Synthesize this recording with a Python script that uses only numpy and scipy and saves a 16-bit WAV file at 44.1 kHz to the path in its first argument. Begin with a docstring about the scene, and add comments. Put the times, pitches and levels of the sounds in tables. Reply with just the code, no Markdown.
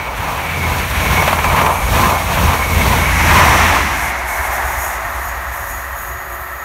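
"""An express train races past a few metres from a phone on the lineside, its rear power car last.
Each pair of bogies brings a swell of rail roar, wheel ring and torn air, all shaped from noise.
Sleepers drum as a wavering low tone, steely whines swell, and one flat wheel hammers in a short
run of uneven blows. Then the rails sing on behind it, with bursts of high sizzle and a thin whistle."""
import sys
import numpy as np
from scipy import signal
from scipy.fft import rfft, irfft
from scipy.io import wavfile
from scipy.ndimage import uniform_filter1d

SR = 44100
rng = np.random.default_rng(int(sys.argv[2]) if len(sys.argv) > 2 else 0)


def inscribe(sig):
    """Save sig as 16-bit PCM at rate SR to the path in sys.argv[1].

    A 1-D sig is mono; a 2-D sig holds one channel per row.
    Samples are clipped to [-1, 1] before scaling.
    """
    pcm = np.round(np.clip(np.atleast_2d(sig).T, -1, 1) * 32767)
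    wavfile.write(sys.argv[1], SR, pcm.astype(np.int16))


N = 293220
TIME_S = np.arange(N) / SR
TAIL_S = 3.827  # the last axle goes by

# blows of the flat wheel, one a turn: t/s, level/dB
FLAT_BLOWS = [(1.168, -17), (1.222, -11), (1.278, -9), (1.329, -8.5), (1.387, -13), (1.443, -11),
              (1.5, -19), (1.565, -13), (1.614, -12.5), (1.663, -12.5)]
# spectrum of the rail's roar: f/Hz, relative level/dB
RAIL_SPECTRUM = [(250, -16), (480, -10), (600, -3), (760, -1), (900, 1), (1040, -3.5), (1200, -0.5),
                 (1450, -12.5), (1800, -16.5), (2600, -45)]
# spectrum of the ringing wheels: f/Hz, relative level/dB
WHEEL_SPECTRUM = [(1300, -1), (1750, -1), (2050, -1), (2260, -1), (2500, -1), (2900, -7), (3800, -15.5),
                  (5000, -23)]
# spectrum of the treble hiss: f/Hz, relative level/dB
HISS_SPECTRUM = [(2500, 2.5), (3800, 3.5), (4600, -1), (5000, -5), (5700, 1.5), (6700, -2), (7500, -5),
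                 (9700, -3.5), (10400, -10), (11100, -2.5), (13300, -2), (15700, -5.5)]
# spectrum of the rails' sizzle near the train: f/Hz, relative level/dB
NEAR_SIZZLE_SPECTRUM = [(5100, -7), (5700, 0), (6700, 2), (7300, -2), (9700, -1), (10400, -2.5), (11200, 2),
                        (13200, -1.5), (14300, -8), (15700, -10)]


def undb(db):
    """Decibels to gain."""
    return 10 ** (np.asarray(db) / 20)


def unit(x):
    """Scale to an rms of 1."""
    return x / np.sqrt(np.mean(x ** 2))


def noise():
    """Plain white noise."""
    return rng.standard_normal(N)


def ramp(start_s, end_s):
    """Rises from 0 to 1 between two times; at once if they are equal."""
    return np.clip((TIME_S - start_s) / max(end_s - start_s, 1 / SR), 0, 1)


def walk(rate):
    """Smooth random wander with a spread near 1, from about `rate` new steps a second."""
    k = max(int(SR / rate), 1)
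    steps = np.repeat(rng.standard_normal(N // k + 1), k)
    smooth = uniform_filter1d(uniform_filter1d(steps, k), k)
    return unit(smooth[:N])


def colour(x, spectrum):
    """Give a sound a spectrum of (Hz, dB) points, silent beyond its ends; rms 1."""
    hz, db = np.transpose(spectrum)
    f = np.maximum(np.fft.rfftfreq(N, 1 / SR), 1)
    curve_db = np.interp(np.log(f), np.log(hz), db, left=-np.inf, right=-np.inf)
    return unit(irfft(rfft(x) * undb(curve_db), N))


def turbulence(spectrum, flicker_db, rate):
    """Coloured noise whose strength flickers."""
    return unit(colour(noise(), spectrum) * undb(flicker_db * walk(rate)))


def steady(x, window_s):
    """Even out a noise's slow swells, leaving its fast grain."""
    return x / np.sqrt(uniform_filter1d(x ** 2, int(window_s * SR)) + 1e-9)


def narrow(hz, width_hz):
    """A randomly driven resonance: a tone whose size and phase wander at the rate of its width."""
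    phase = 2 * np.pi * np.cumsum(hz * np.ones(N)) / SR
    tone = walk(2 * width_hz) * np.cos(phase) + walk(2 * width_hz) * np.sin(phase)
    return steady(tone, window_s=0.24)


def shimmer(x, depth_db, rate):
    """Let each part of the treble wander in strength on its own."""
    f, spectrum = np.fft.rfftfreq(N, 1 / SR), rfft(x)
    centres_hz = np.linspace(4000, 14500, 6)
    total = np.zeros(N)
    for share in np.eye(len(centres_hz)):  # overlapping bands that add up to the whole
        band = irfft(spectrum * np.interp(f, centres_hz, share), N)
        total += band * undb(depth_db * walk(rate))
    return total


def steel(x, ripple_db, spacing_hz=70):
    """The rail's many close resonances comb a sound into fine peaks and troughs."""
    f = np.fft.rfftfreq(N, 1 / SR)
    ripple = np.interp(f / spacing_hz, np.arange(1000), rng.standard_normal(1000))
    return unit(irfft(rfft(x) * undb(ripple_db * ripple), N))


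def swell(s, half_s, steep=4):
    """Gain of a source that goes by at time s; the more it beams sideways, the steeper."""
    return (1 + ((TIME_S - s) / half_s) ** 2) ** (-steep / 2)


def swells(times, halves, levels_db, steep):
    """Gain of several unrelated sources going by: their powers add."""
    power = np.zeros(N)
    for s, half_s, db in zip(times, halves, levels_db):
        power += (undb(db) * swell(s, half_s, steep)) ** 2
    return np.sqrt(power)


def doppler(s, turn_s):
    """Goes from 1 while a source approaches to -1 once it recedes."""
    dt = TIME_S - s
    return -dt / np.hypot(dt, turn_s)


def track_hum():
    """Rail and sleepers bounce together on their pads."""
    # swells of the low ring of the track: t/s, half length/s, level/dB
    hums = [(4.5, 0.65, -44), (6.252, .3, -43.5)]
    return swells(*np.transpose(hums), steep=2) * narrow(hz=367, width_hz=28)


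def rail_hiss(level_db=-32.5, build_s=1.1, fade_s=0.58):
    """While the train is alongside, the rails hiss evenly between the bogies too."""
    gain = undb(level_db) * ramp(0, build_s) * (1 - ramp(TAIL_S - fade_s, TAIL_S))
    hiss = steel(colour(noise(), NEAR_SIZZLE_SPECTRUM), ripple_db=1.9)
    return gain * shimmer(hiss, depth_db=1.0, rate=18)


def sizzling_rails(trim_db=2.5, whistle_db=-48.0, whistle_follow=0.77, flicker_db=1.0, flutter_db=2.1):
    """Bursts of treble run along the steel; one wave loses little on the way and stands out as a whistle."""
    # bursts of high waves that the wheels send back along the rails:
    # start t/s, length/s, level before trim/dB
    burst_table = [(3.917, 0.16, -37), (4.287, .18, -35), (4.538, 0.084, -33), (4.673, .27, -34),
                   (5.062, .23, -38.5), (5.538, 0.3, -38), (5.96, 0.13, -38.5), (6.3, 0.11, -41)]
    # spectrum of the sizzle from far off: f/Hz, relative level/dB
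    far_spectrum = [(5500, -24), (6200, -13), (6700, -3), (7300, -11), (10500, -8.5), (11300, 1.5),
                    (13200, 1), (14300, 3), (15700, -10)]
    floor_db = -40.5  # between bursts, before trim
    attack_s, release_s = 0.032, 0.063  # edges of a burst
    bursts = np.zeros(N)
    for s, length_s, db in burst_table:
        end_s = s + length_s
        bursts += undb(db) * ramp(s - attack_s, s) * (1 - ramp(end_s, end_s + release_s))
    gain = np.hypot(undb(floor_db), bursts * undb(flutter_db * walk(25)))

    far = ramp(3.7, 6.3)
    near_sizzle = turbulence(NEAR_SIZZLE_SPECTRUM, flicker_db, rate=60)
    far_sizzle = turbulence(far_spectrum, flicker_db, rate=100)
    sizzle = np.sqrt(1 - far) * near_sizzle + np.sqrt(far) * far_sizzle
    sizzle = shimmer(steel(sizzle, ripple_db=1.3), depth_db=0.8, rate=30)
    sizzle *= undb(trim_db) * gain * ramp(TAIL_S, TAIL_S)

    # the whistle partly follows the bursts
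    whistle_gain = undb(whistle_db + 3.8 * walk(20)) * (gain / undb(floor_db)) ** whistle_follow
    whistle = whistle_gain * narrow(hz=6720, width_hz=150)
    return sizzle + whistle * ramp(4.2, 4.66)


def singing_rails(level_db=-18, edge_db=-12.0, near_edge_db=3, swell_db=1.5, spread=0.89):
    """The rails carry the wheels' noise back; with distance only their least damped resonances remain."""
    # spectrum of the rail song near the train: f/Hz, relative level/dB
    near_spectrum = [(110, -26), (170, -21), (300, -19.5), (375, -15), (430, -15.5), (520, -15.5),
                     (680, -1.5), (1100, -2.5), (1350, -8), (1650, -4), (2100, -7), (2500, -24.5)]
    # spectrum of the song from far off: f/Hz, relative level/dB
    far_spectrum = [(110, -14.5), (200, -15.5), (470, -10.5), (530, -9), (680, -1.5), (1200, 2.5),
                    (1450, -1.5), (1900, 2.5), (2080, -13), (2400, -24)]
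    # upper edge of the song, trailing off into a smooth hiss: f/Hz, relative level/dB
    edge_spectrum = [(1700, -18), (2150, -2.5), (2450, -5), (3000, -12.5), (4000, -15.5), (5000, -20),
                     (6000, -19), (9000, -28.5)]
    # narrow resonances that stay in the rails: f/Hz, width/Hz, level before trim/dB
    rail_modes = [(564, 7, -43.5), (682, 25, -45), (1194, 24, -44), (1311, 33, -39), (1845, 40, -38),
                  (1994, 40, -40.5), (1980, 50, -44)]
    peak_s, rise_db = 4.51, 0.5  # the rails sing loudest a little behind the train
    distance = np.maximum((TIME_S - TAIL_S) / (peak_s - TAIL_S), 1)  # relative to that at the peak
    early = 1 - ramp(TAIL_S, peak_s)
    dip_db = -4.0 * swell(4.22, half_s=0.27)  # the level dips briefly before its peak
    gain = undb(level_db - rise_db * early + dip_db) / distance ** spread

    far = ramp(4.64, 5.78)
    # sound from a long stretch of rail adds up smoothly
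    near_song = colour(noise(), near_spectrum)
    far_song = colour(noise(), far_spectrum)
    edge = undb(edge_db + near_edge_db * early) * colour(noise(), edge_spectrum)
    song = np.sqrt(1 - far) * near_song + np.sqrt(far) * far_song + edge

    modes = np.zeros(N)
    for hz, width_hz, db in rail_modes:
        modes += undb(db + swell_db * walk(3.97)) * narrow(hz, width_hz)
    modes *= undb(-0.175 + 0.05 * far)  # trim
    return (gain * song + modes) * np.sqrt(ramp(TAIL_S, 4.04))


def power_car(s=3.496, half_s=0.67, level_db=-12.5):
    """Engine and cooling fans roar through the grilles."""
    # spectrum of engine and fans: f/Hz, relative level/dB
    engine_spectrum = [(25, -9), (120, 0), (200, 2), (250, 1.5), (330, -1), (500, -14), (900, 4),
                       (1500, 0.5), (2100, 4), (3000, -10), (4900, -17), (5800, -10), (7800, -18.5),
                       (14000, -20.5)]
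    roar = turbulence(engine_spectrum, flicker_db=0.4, rate=50)
    return undb(level_db) * swell(s, half_s, steep=5.56) * roar


def rumble(wobble=0.0251, uneven_db=3.5, near_drum_db=-1.0, far_drum_db=-0.5, wake_lump_db=1.8):
    """Low buffeting air, in gusts and then in a dying wake, and the drumming of axles over the sleepers."""
    # strongest gusts of the slipstream: t/s, half length/s, level/dB
    gusts = [(0.175, .11, -24.5), (0.694, .11, -19), (1.08, 0.23, -19), (1.49, 0.044, -13.5),
             (1.935, 0.17, -15.5), (2.452, .09, -13), (2.806, 0.14, -14), (3.33, 0.6, -15.5),
             (4.66, 0.26, -27.5), (5.09, 0.041, -28), (5.323, 0.19, -30.5)]
    # spectrum of the buffeting air: f/Hz, relative level/dB
    pressure_spectrum = [(18, -24), (30, -19), (42, -4), (60, 2), (85, -7), (115, -12), (170, -23),
                         (300, -29)]
    sleeper_hz, receding_sleeper_hz = 83.3, 63.8  # sleepers per second under an axle, as heard
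    gone = (1 - doppler(TAIL_S, turn_s=0.07)) / 2  # 0 while the train passes, 1 behind it
    age_s = np.maximum(TIME_S - TAIL_S, 0)
    slipstream_db = -23 - 11.5 * (1 - ramp(0, 0.81))  # dragged air builds up along the train
    wake_db = -28 - 1.85 * age_s + wake_lump_db * walk(19)  # eddies behind the train
    air_gain = undb((1 - gone) * slipstream_db + gone * wake_db)
    gain = np.hypot(air_gain, swells(*np.transpose(gusts), steep=4))

    hz = sleeper_hz + gone * (receding_sleeper_hz - sleeper_hz)
    phase = 2 * np.pi * np.cumsum(hz * (1 + wobble * walk(22.1))) / SR
    drum = unit(np.sin(phase) * undb(uneven_db * walk(14)))
    drum *= undb((1 - gone) * near_drum_db + gone * far_drum_db)  # relative to the air
    air = colour(noise(), pressure_spectrum)
    return gain * steady(air + drum, window_s=0.16)


def flat_wheel(t60_s=0.064, ring_db=-4, crack_db=-15):
    """A worn flat slaps the rail once a turn; rail and wheel ring briefly."""
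    blows = np.zeros(N)
    for s, db in FLAT_BLOWS:
        decay = np.exp(-np.log(1000) * np.abs(TIME_S - s) / t60_s)  # falls 60 dB in t60_s
        blows += (TIME_S >= s) * undb(db) * decay
    rail = colour(noise(), RAIL_SPECTRUM)
    wheel = colour(noise(), WHEEL_SPECTRUM)
    crack = colour(noise(), HISS_SPECTRUM)
    return blows * (rail + undb(ring_db) * wheel + undb(crack_db) * crack)


def lift_off(depth=0.21, lead_s=0.0096):
    """Just before each slap the flat unloads the rail, and the rolling noise sinks."""
    dips = sum(np.exp(-((TIME_S - s + lead_s) / lead_s) ** 2) for s, _ in FLAT_BLOWS)
    return 1 - depth * dips


def steely_whine(half_s=0.14, sag=0.014, turn_s=0.092, waver_db=2.5):
    """Swells of steely whine, each sagging in pitch; the last two come once the train has gone by."""
    # swells of whine: t/s, middle pitch f/Hz, level/dB
    whines = [(0.06, 2244, -32), (0.56, 2240, -27), (1.17, 2217, -22.5), (1.48, 2280, -27),
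              (1.84, 2294, -28), (2.10, 2206, -28), (2.72, 2203, -23.5), (3.14, 2210, -22),
              (4.05, 2184, -29), (4.421, 2190, -27.5)]
    whine = np.zeros(N)
    for s, hz, db in whines:
        heard_hz = hz * (1 + sag * doppler(s, turn_s))
        whine += undb(db) * swell(s, half_s, steep=2.0) * narrow(heard_hz, width_hz=125)
    return whine * undb(waver_db * walk(30))


def bogies(turn_hz=18.2, throb=0.084, rail_trim_db=-1.4, wheel_trim_db=-0.44, hiss_trim_db=1.35):
    """Rough steel drives rails and wheels, throbbing with each wheel turn; air tears round the running gear."""
    # pairs of bogies going by: t/s, half length/s, then level/dB of
    # rail roar, wheel ring, air rush and hiss (all but the rush before trim)
    passes = [(-0.04, 0.19, -21.5, -27.5, -30, -35.5), (0.316, 0.23, -20.5, -25.5, -28.5, -33.5),
              (0.712, 0.27, -22, -25, -23.5, -30.5), (1.187, .28, -17, -19.5, -20, -26.5),
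              (1.605, .2, -13, -21.5, -19.5, -28.5), (2.042, .18, -13.5, -21, -17.5, -24.5),
              (2.46, .21, -16, -20.5, -19.5, -26.5), (2.908, 0.27, -18, -23, -18.5, -25.5),
              (3.428, 0.22, -12, -15.5, -19, -24.5), (3.728, .17, -16.5, -19.5, -37, -28)]
    # spectrum of the rushing air: f/Hz, relative level/dB
    rush_spectrum = [(70, -4), (120, 1), (170, 0.5), (230, -6), (320, -12), (480, -8.5), (800, -20.5),
                     (1600, -36)]
    s, half_s, rail_db, wheel_db, rush_db, hiss_db = np.transpose(passes)
    ahead_s = s - 0.028  # ring, rush and hiss come just ahead of the rail's roar
    rail_gain = swells(s, half_s, rail_db, steep=3.08)
    wheel_gain = swells(ahead_s, half_s, wheel_db, steep=2.19)
    rush_gain = swells(ahead_s, half_s, rush_db, steep=3.88)
    hiss_gain = swells(ahead_s, half_s, hiss_db, steep=3.12)
    turn_phase = 2 * np.pi * np.cumsum(turn_hz * (1 + 0.028 * walk(3))) / SR
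    turn = 1 + throb * np.sin(turn_phase)

    # the rail bends between sleepers near 1 kHz, most under the roughest wheels
    span = undb(-6) * (rail_gain / undb(-20)) ** 0.57 * narrow(hz=1020.5, width_hz=100)
    rail_roar = turbulence(RAIL_SPECTRUM, flicker_db=1.4, rate=45) + span
    rail = undb(rail_trim_db) * rail_gain * rail_roar
    # the wheel discs ring an octave higher
    wheel = undb(wheel_trim_db) * wheel_gain * turbulence(WHEEL_SPECTRUM, flicker_db=1.5, rate=40)
    rush = rush_gain * steady(turbulence(rush_spectrum, flicker_db=1.0, rate=61), window_s=0.11)
    hiss = shimmer(turbulence(HISS_SPECTRUM, flicker_db=1.03, rate=50), depth_db=0.35, rate=25)
    hiss *= undb(hiss_trim_db) * hiss_gain
    return turn * lift_off() * (rail + wheel) + rush + hiss


def scene():
    """Everything reaches one microphone, so both channels are the same."""
    behind = track_hum() + sizzling_rails() + singing_rails()
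    passing = rail_hiss() + power_car() + rumble() + flat_wheel() + bogies()
    mono = behind + passing + steely_whine()
    return np.array([mono, mono])


def record(dry):
    """The phone rounds off the tallest peaks and cuts the top."""
    held = dry / (1 + dry ** 8) ** (1 / 8)
    low_pass = signal.ellip(12, 0.1, 80, 15750, fs=SR, output="sos")  # cuts above 15750 Hz
    return signal.sosfilt(low_pass, held)


dry = scene()
out = record(dry)
inscribe(out)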